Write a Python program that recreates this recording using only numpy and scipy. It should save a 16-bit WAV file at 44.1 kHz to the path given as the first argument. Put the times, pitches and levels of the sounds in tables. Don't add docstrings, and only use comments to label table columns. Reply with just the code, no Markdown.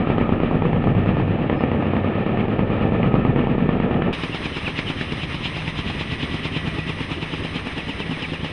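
import sys
import numpy as np
from scipy import signal
from scipy.fft import rfft, irfft, next_fast_len
from scipy.io import wavfile
from scipy.ndimage import uniform_filter1d

SR = 44100
rng = np.random.default_rng(int(sys.argv[2]) if len(sys.argv) > 2 else 0)


def generate_wav(sig):
    pcm = np.round(np.clip(np.atleast_2d(sig).T, -1, 1) * 32767).astype(np.int16)
    wavfile.write(sys.argv[1], SR, pcm)


N = 375732
T = np.arange(N) / SR

CUT_S = 4.127
TOP_HZ = 10400

# (frequency [Hz], level [dB])
FAR_HISS = [(150, -3), (700, -4), (1030, 0), (1260, 8.5), (1500, -3.5), (1780, 6), (2050, -1.5),
            (2400, 3.5), (3000, -3), (3900, -16.5), (4600, -30.5), (5050, -29), (5700, -58.5),
            (10000, -52.5)]
NEAR_HISS = [(150, 5), (850, -1.5), (1200, 2), (1480, -5), (1800, 2), (2700, -0.5), (4000, -9.5),
             (4620, -22.5), (5020, -14), (5500, -22.5), (5950, -21.5), (7500, -44), (8500, -23),
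             (10200, -30.5)]
FAR_WASH = [(15, -28.5), (50, -9.5), (100, 0), (230, -2.5), (450, -3.5), (800, -8), (1050, -19),
            (1500, -26), (4000, -68)]
NEAR_WASH = [(15, -10), (50, -6.5), (85, 4.5), (125, -6.5), (165, -6.5), (205, 1.5), (260, -3.5), (400, -5),
             (700, -18.5), (3000, -63.5)]
NEAR_SWISH = [(1000, -33.5), (1900, -4), (2400, 5.5), (3000, 6), (4000, -3), (4620, -18), (5020, -9),
              (5500, -23), (6000, -24), (7500, -28.5), (8500, -42.5), (10200, -48)]
TURBINE_BAND = [(700, -51.5), (1150, -6), (1270, 2.5), (1360, -4.5), (1480, -32), (3000, -71)]
CHUFF_BAND = [(100, -29), (190, -6.5), (255, 6), (330, -7.5), (470, -5), (650, -23), (870, -12),
              (2500, -48)]
FAR_CRACK = [(300, 7), (900, 9.5), (1280, 11.5), (1500, -5.5), (2400, -3.5), (3200, -11), (4500, -27),
             (5100, -43.5), (6000, -57), (9000, -53)]
NEAR_CRACK = [(150, -8), (400, 2), (850, 5.5), (1500, -1), (2500, -6), (3500, -4), (4600, -16), (5100, -12),
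              (7000, -38), (10000, -30)]
SNAP = [(300, -5.5), (900, 5.5), (1500, 5.5), (1900, 16.5), (2600, 8), (3300, 4), (4500, -25),
        (6000, -44.5), (9000, -48.5)]
FAR_SLAP = [(12, -39.5), (27, -3.5), (50, -8), (105, -0.5), (175, 2), (230, 5), (300, -1), (470, -1.5),
            (650, -8.5), (850, -9.5), (1250, -20.5), (1500, -33), (2400, -23.5), (3300, -37.5),
            (4600, -55.5), (7000, -78)]
NEAR_SLAP = [(12, -25), (27, -18), (50, -2.5), (85, 3), (125, 2.5), (160, 4.5), (205, -1.5), (270, 0),
             (450, -11), (800, -32.5), (1500, -27), (2600, -23.5), (4600, -61), (8000, -63)]

# (time [s], level [dB])
TURBINE_LEVEL = [(0, -39.5), (.28, -35.5), (.6, -44), (2.6, -57), (3.1, -38), (3.4, -51.5), (4.05, -43)]
# (frequency [Hz], level [dB])
FAR_WHINE = [(1260, -55.5), (1783, -48.5)]
FAR_HUM = [(183, -38), (316, -39)]
NEAR_WHINE = [(1949, -5.5), (3068, -18)]
NEAR_HUM = [(160.5, 0)]
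# (time [s], level [dB])
NEAR_HUM_LEVEL = [(4.18, -36), (4.45, -53), (5.8, -34), (6.2, -49), (6.9, -38.5), (7.4, -46), (8.3, -39)]
# (time [s], level [dB])
GEAR_LEVEL = [(4.2, -55), (5.4, -56), (5.7, -43), (5.88, -43), (6.3, -35), (6.46, -45), (6.62, -34.5),
              (6.82, -37), (7.05, -43), (7.55, -52), (7.8, -41), (8.5, -46)]
GEAR_SAG_PER_S, GEAR_TRUE_S = .002, 6.6
PEEP_S, PEEP_HALF_S, PEEP_ARCH_HZ = 1.6, .045, 140.6
# (frequency [Hz], level [dB])
PEEP_TONES = [(4290, -68), (5100, -65)]
# (time [s], pitch [Hz], level [dB])
DRONE = [(.2, 87.7, -40), (.6, 90.53, -34), (.85, 97.33, -25), (1.3, 97.4, -26), (1.52, 94.8, -49),
         (1.68, 88.6, -30.5), (2.15, 93.5, -31.5), (2.5, 92, -48.5)]
# (time [s], centre [Hz], level [dB])
BOOM = [(.45, 170, -33.5), (.7, 175, -23.5), (.88, 128, -24), (1.3, 122, -28.5), (1.55, 125, -41),
        (2.7, 160, -37.5), (3.25, 142, -29), (3.75, 164, -26.5), (4.08, 165, -29)]
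# (time [s], lag behind the slap [s], level [dB])
CHUFF = [(5, 0.011, -37.5), (5.6, 0.014, -45.5), (6.4, 0, -38), (7.2, .002, -38), (7.8, 0, -34),
         (8.45, 0.0053, -38)]
# (time [s], lag of the tip whistle [beats], whistle level [dB])
SWISH_TURN = [(4.2, 0, -45), (4.6, -.07, -37), (5.12, -0.061, -40), (5.4, 0.005, -48), (6.6, 0, -42),
              (7.35, 0.077, -41.5), (7.53, .06, -51), (7.72, .14, -42), (8.14, .2, -37.5), (8.45, .1, -42)]
TIP_HZ = 2620

# (a blade passage before the sway delay [s], rate [blades/s],
# sway along the line of sight [m], time when farthest [s])
FAR_ROTOR = (.0718, 9.1194, .55, .8)
NEAR_ROTOR = (4.2359, 9.0264, .36, 6.1)
SWAY_PERIOD_S, SOUND_M_S = 3.65, 343
# (time [s], quick clatter [dB], late rumble [dB])
FAR_SLOPE = [(.1, -8.5, -2), (.6, -13, 9), (1.3, -8, 9.5), (1.6, -2.5, 1), (2.05, -12, -1.5),
             (2.4, -1.5, -5), (3.05, -0.5, -3), (3.45, -1.5, -11), (4.05, -13.5, -7)]
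# (time [s], lag [s], spacing of its three pulses [s], level [dB])
GROUND_THUMP = [(.07, .0432, .003, -3.5), (.65, .0422, 0.0032, 5), (.95, 0.038, .0045, -1),
                (1.39, .042, .0047, -9), (1.75, .042, 0.0053, -5.5), (2.37, .0385, .0023, -3.5),
                (3.14, .0418, .0034, 0), (3.72, .043, 0.0026, 1)]
THUMP_SHAPE = [-0.54, 0.99, -0.51]
# (time [s], lag [s], level [dB])
FAR_ECHO = [(2.6, .079, -8), (3.7, .079, -6.5), (4.021, .079, -14)]
# (time [s], lag [s], level [dB])
BRIGHT_ECHO = [(4.2, 0.061, -4), (5.3, 0.058, -9), (6.2, 0.093, -8), (7.4, 0.077, -21), (7.8, 0.051, -11),
               (8.1, 0.061, -3.5), (8.45, 0.059, -5)]
DULL_ECHO = [(4.2, 0.075, -20), (5.1, 0.071, -19), (5.56, 0.079, -3.5), (6.3, 0.082, -8.5),
             (7.1, .082, -10), (8.45, 0.1, 4)]
# (lag [s], pressure [relative], treble edge [Hz])
NEAR_ARRIVALS = [(.0016, -0.7, 600), (.0062, 0.46, 400), (0.0115, .5, 330)]
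# (time [s], lag behind the first [s], level [dB])
SECOND_ROTOR = [(.07, 0.029, 1.5), (.32, 0.032, 2.5), (1.1, 0.03, -0.5), (1.6, 0.03, -1), (2.4, 0.03, -4),
                (3.55, 0.03, -6.5), (4.02, 0.037, -8)]
# (time [s], strength [dB])
FAR_BITE = [(0.07, 1), (1.17, -0.5), (1.3, -5), (1.55, 1), (2.15, -1.5), (2.88, -1.5), (3.1, 3),
            (3.6, -2.5), (4.02, -1)]
NEAR_BITE = [(4.24, 3), (4.46, -0.5), (4.79, 3), (5.46, -2.5), (7.34, -2), (7.78, -1), (8.1, -1.5),
             (8.45, -1)]
# (time [s], extra strength [dB], level of the bright snap [dB])
HARD_SLAPS = [(0.073, 0, -28), (.104, 2.5, -28), (.182, 1.5, -26.5), (.214, 1.5, -29.5), (.291, 1.5, -37),
              (.621, -1, -35), (.731, -0.5, -34), (0.872, 3.5, -35), (1.497, 3, -20), (1.637, 3.5, -27),
              (1.715, 0.5, -28.5), (1.823, -1.5, -31), (1.965, 4, -28), (2.074, -0.5, -34), (2.262, 1, -28),
              (2.372, 1.5, -28), (2.404, 2.5, -27), (2.591, 3, -27), (2.622, 1.5, -32), (3.030, -3, -22.5),
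              (3.249, 1, -28), (3.359, 1, -30), (3.390, 3.5, -26), (3.691, 4.5, -28), (3.769, 1.5, -32.5),
              (3.801, 2.5, -28), (3.912, 1.5, -30.5), (3.942, 5, -25.5), (4.021, -1.5, -21.5),
              (4.790, -1, -19), (4.900, -1, -26), (5.011, -0.5, -24), (5.678, -1, -23), (8.064, 0, -26),
              (8.174, 2, -34)]
# (time [s], level [dB])
FAR_THUD = [(0.11, -21.5), (1.2, -23), (1.8, -23.5), (2.6, -22.5), (3.1, -19.5), (4.06, -23.5)]
NEAR_THUD = [(4.29, -33.5), (4.62, -33.5), (5.73, -32), (6.6, -31.5), (7.5, -35), (8.39, -37)]
FAR_SHARPEN, NEAR_SHARPEN = .15, .8
FAR_SLAP_DB, FAR_HISS_DB = -24, -37
NEAR_SLAP_DB, NEAR_HISS_DB = -33.5, -31.5
HISS_EBB_DB_PER_S = 0.27


def undb(db):
    return 10 ** (np.asarray(db) / 20)


def curves(table):
    s, *columns = np.transpose(table)
    return [np.interp(T, s, c) for c in columns]


def at_beats(table, beats):
    return [np.interp(beats, T, c) for c in curves(table)]


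def unit(x):
    return x / np.sqrt(np.mean(x ** 2))


def pulse_wave(phase, peak):
    return np.cos(2 * np.pi * (phase - peak))


def tone(hz):
    return np.sin(2 * np.pi * np.cumsum(hz) / SR)


def colour(x, spectrum, size=8192):
    hz, db = np.transpose(spectrum)
    grid = np.maximum(np.fft.rfftfreq(size, 1 / SR), 1)
    response_db = np.interp(np.log(grid), np.log(hz), db)
    cepstrum = irfft(np.log(undb(response_db)))
    cepstrum[1:size // 2] *= 2
    cepstrum[size // 2 + 1:] = 0
    impulse = irfft(np.exp(rfft(cepstrum)))
    return signal.fftconvolve(x, impulse)[:N]


def blur(x, edge_hz):
    size = next_fast_len(N, True)
    hz = np.fft.rfftfreq(size, 1 / SR)
    return irfft(rfft(x, size) / (1 + (hz / edge_hz) ** 2), size)[:N]


def noise(spectrum):
    return unit(colour(rng.standard_normal(N), spectrum))


def walk(rate):
    knots = rng.standard_normal(1024)
    return unit(np.interp(T * rate, np.arange(len(knots)), knots))


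def clicks(times, sizes):
    inside = (times >= 0) & (times < T[-1])
    return np.bincount((times[inside] * SR).astype(int), sizes[inside], N)


def crackle(pulses, decay_s):
    return signal.lfilter([1], [1, -np.exp(-1 / (decay_s * SR))], pulses) * rng.standard_normal(N)


def whine(lines, wander, flicker_db, glide=1):
    out = 0
    for hz, db in lines:
        shaken = tone(hz * glide * (1 + wander * walk(30)))
        out = out + undb(db) * unit(shaken * undb(flicker_db * walk(15)))
    return out


def gears():
    glide = 1 - GEAR_SAG_PER_S * (T - GEAR_TRUE_S)
    return whine(NEAR_WHINE, wander=.0006, flicker_db=1.7, glide=glide) * undb(curves(GEAR_LEVEL)[0])


def peep():
    arch = np.minimum(((T - PEEP_S) / PEEP_HALF_S) ** 2, 20)
    tones = sum(undb(db) * unit(tone(hz - PEEP_ARCH_HZ * arch)) for hz, db in PEEP_TONES)
    return tones * np.exp(-arch)


def drone(phase, throb_db):
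    hz, db = curves(DRONE)
    return unit(tone(hz) * undb(throb_db * pulse_wave(phase, .4))) * undb(db)


def boom(phase, wander, throb_db, peak, flicker_db):
    hz, db = curves(BOOM)
    resonance = tone(hz * (1 + wander * walk(60)))
    swell_db = throb_db * pulse_wave(phase, peak) + flicker_db * walk(25)
    return unit(resonance * undb(swell_db)) * undb(db)


def swish(phase, spectrum, depth_db, peak, flutter_db):
    swell_db = depth_db * pulse_wave(phase, peak) + flutter_db * walk(40)
    return noise(spectrum) * unit(undb(swell_db))


def chuff(phase, length_s, flutter_db):
    lag_s, db = curves(CHUFF)
    since_s = ((phase + .5) % 1 - .5) / NEAR_ROTOR[1] - lag_s
    swell = np.exp(-(since_s / length_s) ** 2)
    return unit(noise(CHUFF_BAND) * swell * undb(flutter_db * walk(30))) * undb(db)


def tip_whistle(phase, doppler, length, width_hz, wander, uneven_db):
    passing = (phase + .5) % 1 - .5
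    sweep = 1 - doppler * np.sin(2 * np.pi * passing) + wander * walk(9)
    song = tone(TIP_HZ * sweep + width_hz * walk(115)) * undb(3 * walk(100))
    return unit(song * np.exp(-(passing / length) ** 2) * undb(uneven_db * walk(7.2)))


def rotor(first_s, rate, sway_m, farthest_s):
    delay = sway_m / SOUND_M_S * np.cos(2 * np.pi * (T - farthest_s) / SWAY_PERIOD_S)
    turns = rate * (T - first_s - delay)
    beats = np.interp(np.arange(np.ceil(turns[0]), turns[-1]), turns, T)
    return np.r_[2 * beats[0] - beats[1], beats], turns % 1


def hardness(times):
    s, extra_db, _ = np.transpose(HARD_SLAPS)
    return (np.abs(times[:, None] - s) < .01) @ extra_db


def chance(beats, spread_db):
    return spread_db * rng.standard_normal(len(beats))


def bite(beats, uneven_db):
    db = np.interp(beats, *np.vstack([FAR_BITE, NEAR_BITE]).T)
    return undb(db + hardness(beats) + chance(beats, uneven_db))


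def slope(beats, peak_s, drift_s, count=120):
    lags = (np.arange(count) + rng.random(count)) / count * .16
    drift = rng.standard_normal((2, len(beats), count))
    drift = uniform_filter1d(drift, size=11, axis=1, mode="wrap")
    gains = drift[0] * lags * np.exp(-lags / peak_s)
    gains /= np.sqrt(np.sum(gains ** 2, axis=1, keepdims=True))
    return clicks(beats[:, None] + lags + drift_s * unit(drift[1]), gains)


def ground(beats, edge_hz, uneven_db):
    lag_s, spacing_s, db = at_beats(GROUND_THUMP, beats)
    out = 0
    for place, pressure in enumerate(THUMP_SHAPE):
        times = beats + lag_s + (place - 1) * spacing_s
        out = out + clicks(times, pressure * undb(db + chance(beats, uneven_db)))
    return blur(out, edge_hz)


def arrival(beats, path, edge_hz, uneven_db):
    lag_s, db = at_beats(path, beats)
    late = beats + lag_s
    return blur(clicks(late, undb(db + hardness(late) + chance(beats, uneven_db))), edge_hz)


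def crack(beats, spectrum, decay_s, uneven_db):
    return unit(colour(crackle(clicks(beats, bite(beats, uneven_db)), decay_s), spectrum))


def snaps(decay_s):
    s, _, db = np.transpose(HARD_SLAPS)
    return colour(crackle(clicks(s, undb(db)), decay_s), SNAP)


def tilt(x, thud_db, slap_db, split_hz):
    low = signal.sosfiltfilt(signal.butter(2, split_hz, fs=SR, output="sos"), x)
    return low * undb(thud_db) + (x - low) * undb(slap_db)


def far_slaps(beats):
    pulses = clicks(beats, bite(beats, 0.29))
    pulses = pulses + arrival(beats, SECOND_ROTOR, edge_hz=1200, uneven_db=1.5)
    pulses = pulses + arrival(beats, FAR_ECHO, edge_hz=2200, uneven_db=2.5)
    thump = ground(beats, edge_hz=350, uneven_db=3.0)
    clatter_db, rumble_db = curves(FAR_SLOPE)
    scatter = undb(5.5) * blur(slope(beats, 0.034, 0.00044), 740)
    clatter = undb(clatter_db) * blur(slope(beats, 0.0073, 0.00047), 1500)
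    rumble = undb(rumble_db) * blur(slope(beats, 0.14, .0006), 220)
    return unit(colour(pulses + thump + scatter + clatter + rumble, FAR_SLAP))


def near_slaps(beats, uneven_db, slope_db, slope_hz, peak_s, drift_s):
    pulses = clicks(beats, bite(beats, uneven_db / 2))
    for lag, pressure, edge_hz in NEAR_ARRIVALS:
        late = beats + lag * (1 + .06 * np.interp(beats, T, walk(1.5)))
        pulses = pulses + blur(clicks(late, pressure * undb(chance(beats, uneven_db))), edge_hz)
    echoes = arrival(beats, BRIGHT_ECHO, edge_hz=1100, uneven_db=2.0)
    echoes = echoes + arrival(beats, DULL_ECHO, edge_hz=510, uneven_db=4.5)
    scatter = blur(slope(beats, peak_s, drift_s), slope_hz)
    return unit(colour(pulses + echoes + undb(slope_db) * scatter, NEAR_SLAP))


def far():
    beats, phase = rotor(*FAR_ROTOR)
    engine = noise(TURBINE_BAND) * undb(curves(TURBINE_LEVEL)[0])
    engine = engine + whine(FAR_HUM, wander=0.0058, flicker_db=2.5)
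    engine = engine + whine(FAR_WHINE, wander=.005, flicker_db=1.5)
    throb = drone(phase, throb_db=0.5)
    throb = throb + boom(phase, wander=0.0924, throb_db=3.5, peak=0.36, flicker_db=2.0)

    hiss = swish(phase, FAR_HISS, depth_db=1.7, peak=0.34, flutter_db=1.3)
    lag_s, second_db = curves(SECOND_ROTOR)
    second_beats = beats + np.interp(beats, T, lag_s)
    first = crack(beats, FAR_CRACK, decay_s=.0045, uneven_db=1)
    second = crack(second_beats, FAR_CRACK, decay_s=0.004, uneven_db=1.5) * undb(second_db)
    fizz = crack(beats + 0.011, FAR_CRACK, decay_s=0.017, uneven_db=2.5)
    fizz = fizz * undb(curves(FAR_SLOPE)[0] - 3)
    air = undb(1.8) * hiss + undb(-5.5) * first + undb(-6) * second + fizz

    wash = swish(phase, FAR_WASH, depth_db=2, peak=0.48, flutter_db=2.0)
    slap_db = FAR_SLAP_DB + FAR_SHARPEN * curves(FAR_BITE)[0]
    chop = undb(2.55) * far_slaps(beats) + undb(-3.0) * wash
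    beat = tilt(chop, curves(FAR_THUD)[0], slap_db, split_hz=200)
    return engine + throb + undb(FAR_HISS_DB) * air + beat


def near():
    beats, phase = rotor(*NEAR_ROTOR)
    hum = whine(NEAR_HUM, wander=0.0144, flicker_db=4.0) * undb(curves(NEAR_HUM_LEVEL)[0])

    hiss = swish(phase, NEAR_HISS, depth_db=0.0, peak=.03, flutter_db=1.07)
    slide, tip_db = curves(SWISH_TURN)
    blade = swish(phase - .5 * slide, NEAR_SWISH, depth_db=5.5, peak=.02, flutter_db=2.8)
    torn = crack(beats, NEAR_CRACK, decay_s=0.0095, uneven_db=0.5)
    air = undb(-1.0) * hiss + undb(-5.0) * blade + undb(-9.5) * torn
    hiss_db = NEAR_HISS_DB - HISS_EBB_DB_PER_S * (T - CUT_S)
    tip = tip_whistle(phase - slide, doppler=.16, length=.23, width_hz=65, wander=.015, uneven_db=1)
    body = chuff(phase, length_s=0.018, flutter_db=1.5)

    wash = swish(phase, NEAR_WASH, depth_db=7.0, peak=0.65, flutter_db=-3.5)
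    slaps = near_slaps(beats, uneven_db=-2.5, slope_db=0.5, slope_hz=600, peak_s=0.071, drift_s=0.00045)
    slap_db = NEAR_SLAP_DB + NEAR_SHARPEN * curves(NEAR_BITE)[0]
    chop = undb(3.5) * slaps + undb(-3.5) * wash
    beat = tilt(chop, curves(NEAR_THUD)[0], slap_db, split_hz=310)
    return hum + gears() + undb(hiss_db) * air + undb(tip_db) * tip + body + beat


def scene():
    close = np.clip((T - CUT_S) / .002, 0, 1)
    distant = far() + peep()
    return (distant * (1 - close) + near() * close + snaps(decay_s=0.0029))[None]


def record(dry):
    return signal.sosfilt(signal.ellip(10, .2, 80, TOP_HZ, fs=SR, output="sos"), dry)


dry = scene()
out = record(dry)
generate_wav(out)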